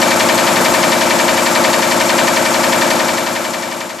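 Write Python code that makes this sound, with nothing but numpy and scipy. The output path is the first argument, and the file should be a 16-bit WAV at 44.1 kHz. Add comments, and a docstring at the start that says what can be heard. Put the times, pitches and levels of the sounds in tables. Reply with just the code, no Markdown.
"""In a factory, close by, a nail making machine runs at eleven strokes a second.
Every stroke repeats the same knocks (feed, grip, heading blow, cut) through a ringing iron frame,
with gritty bursts from the wire. Loose parts rattle and nails jingle on the tray.
Early on the machine stumbles briefly, and the sound fades away in the last second."""
import sys
import numpy as np
from scipy import signal
from scipy.fft import rfft, irfft
from scipy.io import wavfile
from scipy.ndimage import map_coordinates

SR = 44100
rng = np.random.default_rng(int(sys.argv[2]) if len(sys.argv) > 2 else 0)


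def master_out(mix):
    """Clip the mix to full scale and print it as 16-bit PCM to the path in sys.argv[1]."""
    frames = np.transpose(np.atleast_2d(mix))
    ceiling = np.clip(frames, -1, 1)
    pcm = np.round(ceiling * 32767).astype(np.int16)
    wavfile.write(sys.argv[1], SR, pcm)


N = 176400
TIME, FREQS = np.arange(N) / SR, np.fft.rfftfreq(N, 1 / SR)
FIRST_STROKE_S, STROKE_S = -.0844625, .0901625


def amp(db):
    return 10 ** (np.asarray(db) / 20)


def unit_rms(x):
    return x / np.sqrt(np.mean(x ** 2) + 1e-20)


def curve_at(points, hz):
    """Look up values between a table's rows, on a log-frequency scale."""
    f, value = np.transpose(points)
    return np.interp(np.log(hz + 1), np.log(f + 1), value)


def resonance(f, hz, width):
    """A part that rings near `hz`: the narrower the width, the longer it rings."""
    return 1j * f * width / (hz ** 2 - f ** 2 + 1j * f * width)


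# How alike the two ears' sounds are: (frequency [Hz], likeness [0 to 1])
EAR_LIKENESS = [(20, 0.97), (60, 1), (130, 0.52), (290, 0.91), (640, 0.73), (1400, 0.72), (3100, 0.84),
                (5500, .88), (8000, 0.88), (9800, 0.073)]
# How much louder the left side is: (frequency [Hz], left over right [dB])
LEFT_LEAN = [(20, 1), (130, 1.7), (290, 1.3), (640, 3.9), (1400, 4.5), (3100, 3), (9500, 3.7)]
def to_stereo(pair, hz):
    """Two unrelated spectra become one stereo sound, a little to the left."""
    likeness = np.clip(curve_at(EAR_LIKENESS, hz), 0, .9995)
    mid = pair[0] * np.sqrt((1 + likeness) / 2)
    side = pair[1] * np.sqrt((1 - likeness) / 2)
    lean = amp(curve_at(LEFT_LEAN, hz) / 2)
    return irfft(np.array([(mid + side) * lean, (mid - side) / lean]))


# How hard loose things are shaken: (time into the stroke [s], level [dB])
SHAKING = [(.008, 1), (.016, 2.5), (0.029, 4), (0.039, -0.5), (0.049, 3.5), (0.057, -2.5), (0.066, 6.5),
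           (.078, 4)]
def shaking_db():
    """Every stroke shakes the nails and loose parts in the same pattern."""
    return np.interp(TIME - FIRST_STROKE_S, *np.transpose(SHAKING), period=STROKE_S)


# Tone of the fine rattling: (frequency [Hz], relative level [dB])
HISS_TONE = [(20, -17), (65, -27), (110, -10), (220, -8), (430, -3), (620, .5), (900, -0.5), (1300, -1),
             (2300, -4.5), (3000, -8.5), (7500, -10.5), (9700, -17), (11500, -13), (14000, -20)]
def rattle_hiss(level_db=-17, follow=.28):
    """Countless tiny contacts blur into a hiss that swells with the shaking."""
    noise = rng.standard_normal((2, N)) * amp(follow * shaking_db())
    spectrum = rfft(noise) * amp(curve_at(HISS_TONE, FREQS))
    return amp(level_db) * unit_rms(to_stereo(spectrum, FREQS))


# The notes a nail rings with: (pitch [Hz], relative level [dB], time to fade by 60 dB [s])
NAIL_NOTES = [(2330, -3, 0.21), (3610, -11, 0.065), (4560, -3.5, 0.031), (5366, -6.5, 0.099),
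              (5520, -5.5, 0.052), (6570, -5.5, 0.1), (7300, -3, 0.17), (7440, -6, .1), (7605, -3, 0.14),
              (8170, -3.5, 0.042), (9040, -4.5, 0.035), (10640, -6.5, 0.092), (11200, -16, .05),
              (11490, -4.5, 0.081), (12360, -4, 0.058)]
def jingling_nails(level_db=-25, count=40, clinks_per_s=1900, spread_db=3, detune=.018, tick=.08):
    """Shaken nails clink against each other, each tuned a little differently."""
    t, jingle = np.arange(SR // 8) / SR, np.zeros((2, N))
    hz, db, fade_s = np.transpose(NAIL_NOTES)[:, :, None]
    decay = amp(db) * np.exp(-np.log(1000) * t / fade_s)
    shaking = amp(shaking_db())
    for nail in range(count):
        offset, weight = rng.standard_normal((2, len(NAIL_NOTES), 1))
        pitch = hz * (1 + detune * offset)
        ring = (weight * decay * np.sin(2 * np.pi * pitch * t)).sum(0)
        ring[:2] += tick * np.linalg.norm(ring) * np.array([1, -1])  # sharp tick of contact
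        hits = rng.random(N) < clinks_per_s / count / SR
        strength = amp(spread_db * np.minimum(rng.exponential(1, N), 4))
        jingle[nail % 2] += signal.oaconvolve(hits * strength * shaking, unit_rms(ring))[:N]
    return amp(level_db) * unit_rms(to_stereo(rfft(jingle), FREQS))


def stumble(middle_s=.636, width_s=.16):
    """How far the machine is out of its usual pattern, 0 to 1."""
    return np.exp(-.5 * ((TIME - middle_s) / width_s) ** 2)


# Tone of the stray knocks: (frequency [Hz], relative level [dB])
CLATTER_TONE = [(40, -32), (100, -3), (170, 6), (340, 4), (440, -1), (620, 6.5), (900, 6), (2400, -6),
                (5000, -17), (12000, -12)]
def stumble_clatter(level_db=-18, hits_per_s=1000):
    """During the stumble, extra knocks fall at random."""
    hits = rng.standard_normal((2, N)) * (rng.random(N) < hits_per_s / SR)
    spectrum = rfft(hits) * amp(curve_at(CLATTER_TONE, FREQS))
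    return amp(level_db) * stumble() * unit_rms(to_stereo(spectrum, FREQS))


# Gritty bursts from the wire:
# (time into the stroke [s], relative level [dB], centre [Hz], width [Hz], decay time [s])
WIRE_BURSTS = [(.0092, -33, 4830, 3030, 0.0063), (0.0137, -31, 3840, 3720, 0.0037),
               (0.017, -33, 2990, 1500, 0.0063), (0.0209, -35, 2900, 1940, 0.0018),
               (0.0234, -32.5, 1990, 1010, 0.011), (.025, -34.5, 4480, 3020, 0.0022),
               (.031, -30, 2960, 2950, 0.032)]
def wire_chatter(count):
    """Gripping and cutting the wire makes bursts of noise; gives frequencies and `count` spectra."""
    n = round(STROKE_S * SR)
    t, f, spectra = np.arange(n) / SR, np.fft.rfftfreq(n, 1 / SR), 0
    for start_s, db, hz, width, decay_s in WIRE_BURSTS:
        noise = rng.standard_normal((count, n)) * np.exp(-t / decay_s)
        burst = rfft(noise) * resonance(f, hz, width) ** 2
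        burst /= np.linalg.norm(burst, axis=1, keepdims=True)
        delay = np.exp(-2j * np.pi * f * start_s)
        spectra = spectra + amp(db) * burst * delay
    return f, spectra


def changing_chatter(gain_db=-4.5, uneven_db=1.4):
    """The part of the wire's chatter that is new at every stroke."""
    strokes = int((N / SR - FIRST_STROKE_S) / STROKE_S) + 1
    f, grit = wire_chatter(2 * strokes)
    strength = amp(uneven_db * np.tile(rng.standard_normal(strokes), 2))
    bursts = irfft(grit * strength[:, None]) * len(f) * np.sqrt(2)
    start = round(-FIRST_STROKE_S * SR)
    chatter = bursts.reshape(2, -1)[:, start:start + N]  # strokes laid end to end
    return amp(gain_db) * to_stereo(rfft(chatter), FREQS)


# The knocks of one stroke: (time into the stroke [s], relative level [dB], centre [Hz], width [Hz])
KNOCKS = [(3e-05, -31.0, 284, 151), (0.00616, -31.0, 336, 156), (0.00701, -35.5, 1116, 476),
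          (0.00766, -30.5, 585, 158), (0.01288, -33.0, 1955, 843), (0.01439, -28.0, 957, 246),
          (0.01669, -34.5, 604, 265), (0.01999, -31.0, 1662, 751), (0.02025, -28.0, 2244, 225),
          (0.02275, -34.5, 1274, 340), (0.02289, -34.0, 1861, 696), (0.02322, -33.0, 260, 190),
          (0.02326, -29.5, 2315, 347), (0.0244, -26.5, 622, 194), (0.02804, -33.5, 1043, 234),
          (0.02875, -36.0, 2171, 391), (0.03206, -33.5, 257, 198), (0.03224, -24.5, 1034, 225),
          (0.03264, -34.0, 2289, 225), (0.0345, -24.0, 994, 265), (0.03529, -31.0, 607, 346),
          (0.04022, -29.5, 620, 219), (0.04319, -32.5, 1495, 298), (0.04321, -32.5, 993, 272),
          (0.04403, -30.5, 330, 128), (0.04958, -30.5, 1149, 429), (0.05061, -29.0, 828, 520),
          (0.05373, -35.5, 132, 100), (0.05405, -26.5, 540, 176), (0.05604, -31.5, 1599, 376),
          (0.05992, -25.5, 632, 137), (0.0614, -25.0, 333, 86), (0.06421, -32.0, 1114, 604),
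          (0.0674, -35.5, 1308, 317), (0.06815, -26.5, 259, 298), (0.07323, -33.5, 1197, 405),
          (0.07469, -27.5, 877, 156), (0.07869, -35.0, 1315, 336), (0.08126, -29.5, 301, 167),
          (0.08635, -37.0, 132, 117), (0.08645, -36.5, 510, 520), (0.08727, -26.5, 877, 208),
          (0.08852, -29.5, 593, 248), (0.08996, -27.0, 781, 467)]
# Notes of the die, which holds the wire as the head is struck:
# (pitch [Hz], width [Hz], relative level [dB])
DIE_NOTES = [(1813, 34, -31), (2327, 20, -31.5), (2971, 17, -38), (3624, 28, -39.5), (4350, 110, -39.5)]
def knocks(f, blow_s=.0206):
    """One stroke's spectrum: each knock rings briefly in its own part of the frame; the die rings on."""
    parts = [(s, db, resonance(f, hz, width) ** 3) for s, db, hz, width in KNOCKS]
    parts += [(blow_s, db, resonance(f, hz, width)) for hz, width, db in DIE_NOTES]
    return sum(amp(db) * ring / np.linalg.norm(ring) * np.exp(-2j * np.pi * f * s)
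               for s, db, ring in parts)


# How well the iron frame gives off sound: (frequency [Hz], gain [dB])
FRAME_TONE = [(50, -22), (78, -21), (100, -1), (135, -4.5), (190, 1.5), (300, 0), (440, -3), (620, -0.5),
              (780, -1), (900, 1), (1300, -1.5), (1900, -0.93), (2800, -1)]
# The frame's steady notes: (pitch [multiple of the stroke rate], level [dB])
FRAME_NOTES = [(10, -42.5), (17, -33), (19, -36.5), (22, -27), (26, -31), (31, -25.5), (32, -32.5),
               (48, -27), (50, -26), (56, -24.5), (61, -29.5), (82, -28), (86, -30), (106, -34), (118, -35)]
def one_stroke(chatter_db=-2):
    """One turn of the machine: knocks, the notes they keep ringing, and the chatter that repeats."""
    f, grit = wire_chatter(2)
    frame = knocks(f) * amp(curve_at(FRAME_TONE, f))
    for multiple, db in FRAME_NOTES:
        frame[multiple] *= amp(db) / abs(frame[multiple])
    twin = frame * 1j * rng.choice([-1, 1], len(f))  # same tone, unrelated wave, for stereo width
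    pair = np.array([frame, twin]) + amp(chatter_db) * grit
    return to_stereo(pair, f) * len(f) * np.sqrt(2)


def nail_press(jitter_s=.00005, uneven_db=.74, stumble_db=-1.5):
    """The stroke comes round again and again almost unchanged, a little softer in the stumble."""
    turns = (TIME - FIRST_STROKE_S) / STROKE_S
    early, weak = (np.interp(turns, np.arange(50), drift) for drift in rng.standard_normal((2, 50)))
    position = (turns + early * jitter_s / STROKE_S) % 1 * round(STROKE_S * SR)
    beat = np.array([map_coordinates(channel, [position], order=3, mode="grid-wrap")
                     for channel in one_stroke()])
    return beat * amp(stumble_db * stumble() - uneven_db * weak)


def scene():
    return nail_press() + changing_chatter() + stumble_clatter() + rattle_hiss() + jingling_nails()


# Overall loudness, fading at the end: (time [s], level [dB])
FADE_OUT = [(0, 0.07), (2.85, -1), (3.08, -2.5), (3.25, -5), (3.55, -7.5), (3.82, -11), (4.0, -15)]
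def record(dry, mono_above_hz=10400, cutoff_hz=13750):
    """Peaks clip, the level fades, the high treble turns mono and the very top is cut off."""
    fade = amp(np.interp(TIME, *np.transpose(FADE_OUT)))
    spectrum = rfft(np.clip(dry, -1, 1) * fade)
    narrowed = irfft(np.where(FREQS > mono_above_hz, spectrum.mean(0), spectrum))
    low_pass = signal.firwin(511, cutoff_hz, window=("kaiser", 9), fs=SR)
    return signal.oaconvolve(narrowed, low_pass[None], "same")


dry = scene()
out = record(dry)
master_out(out)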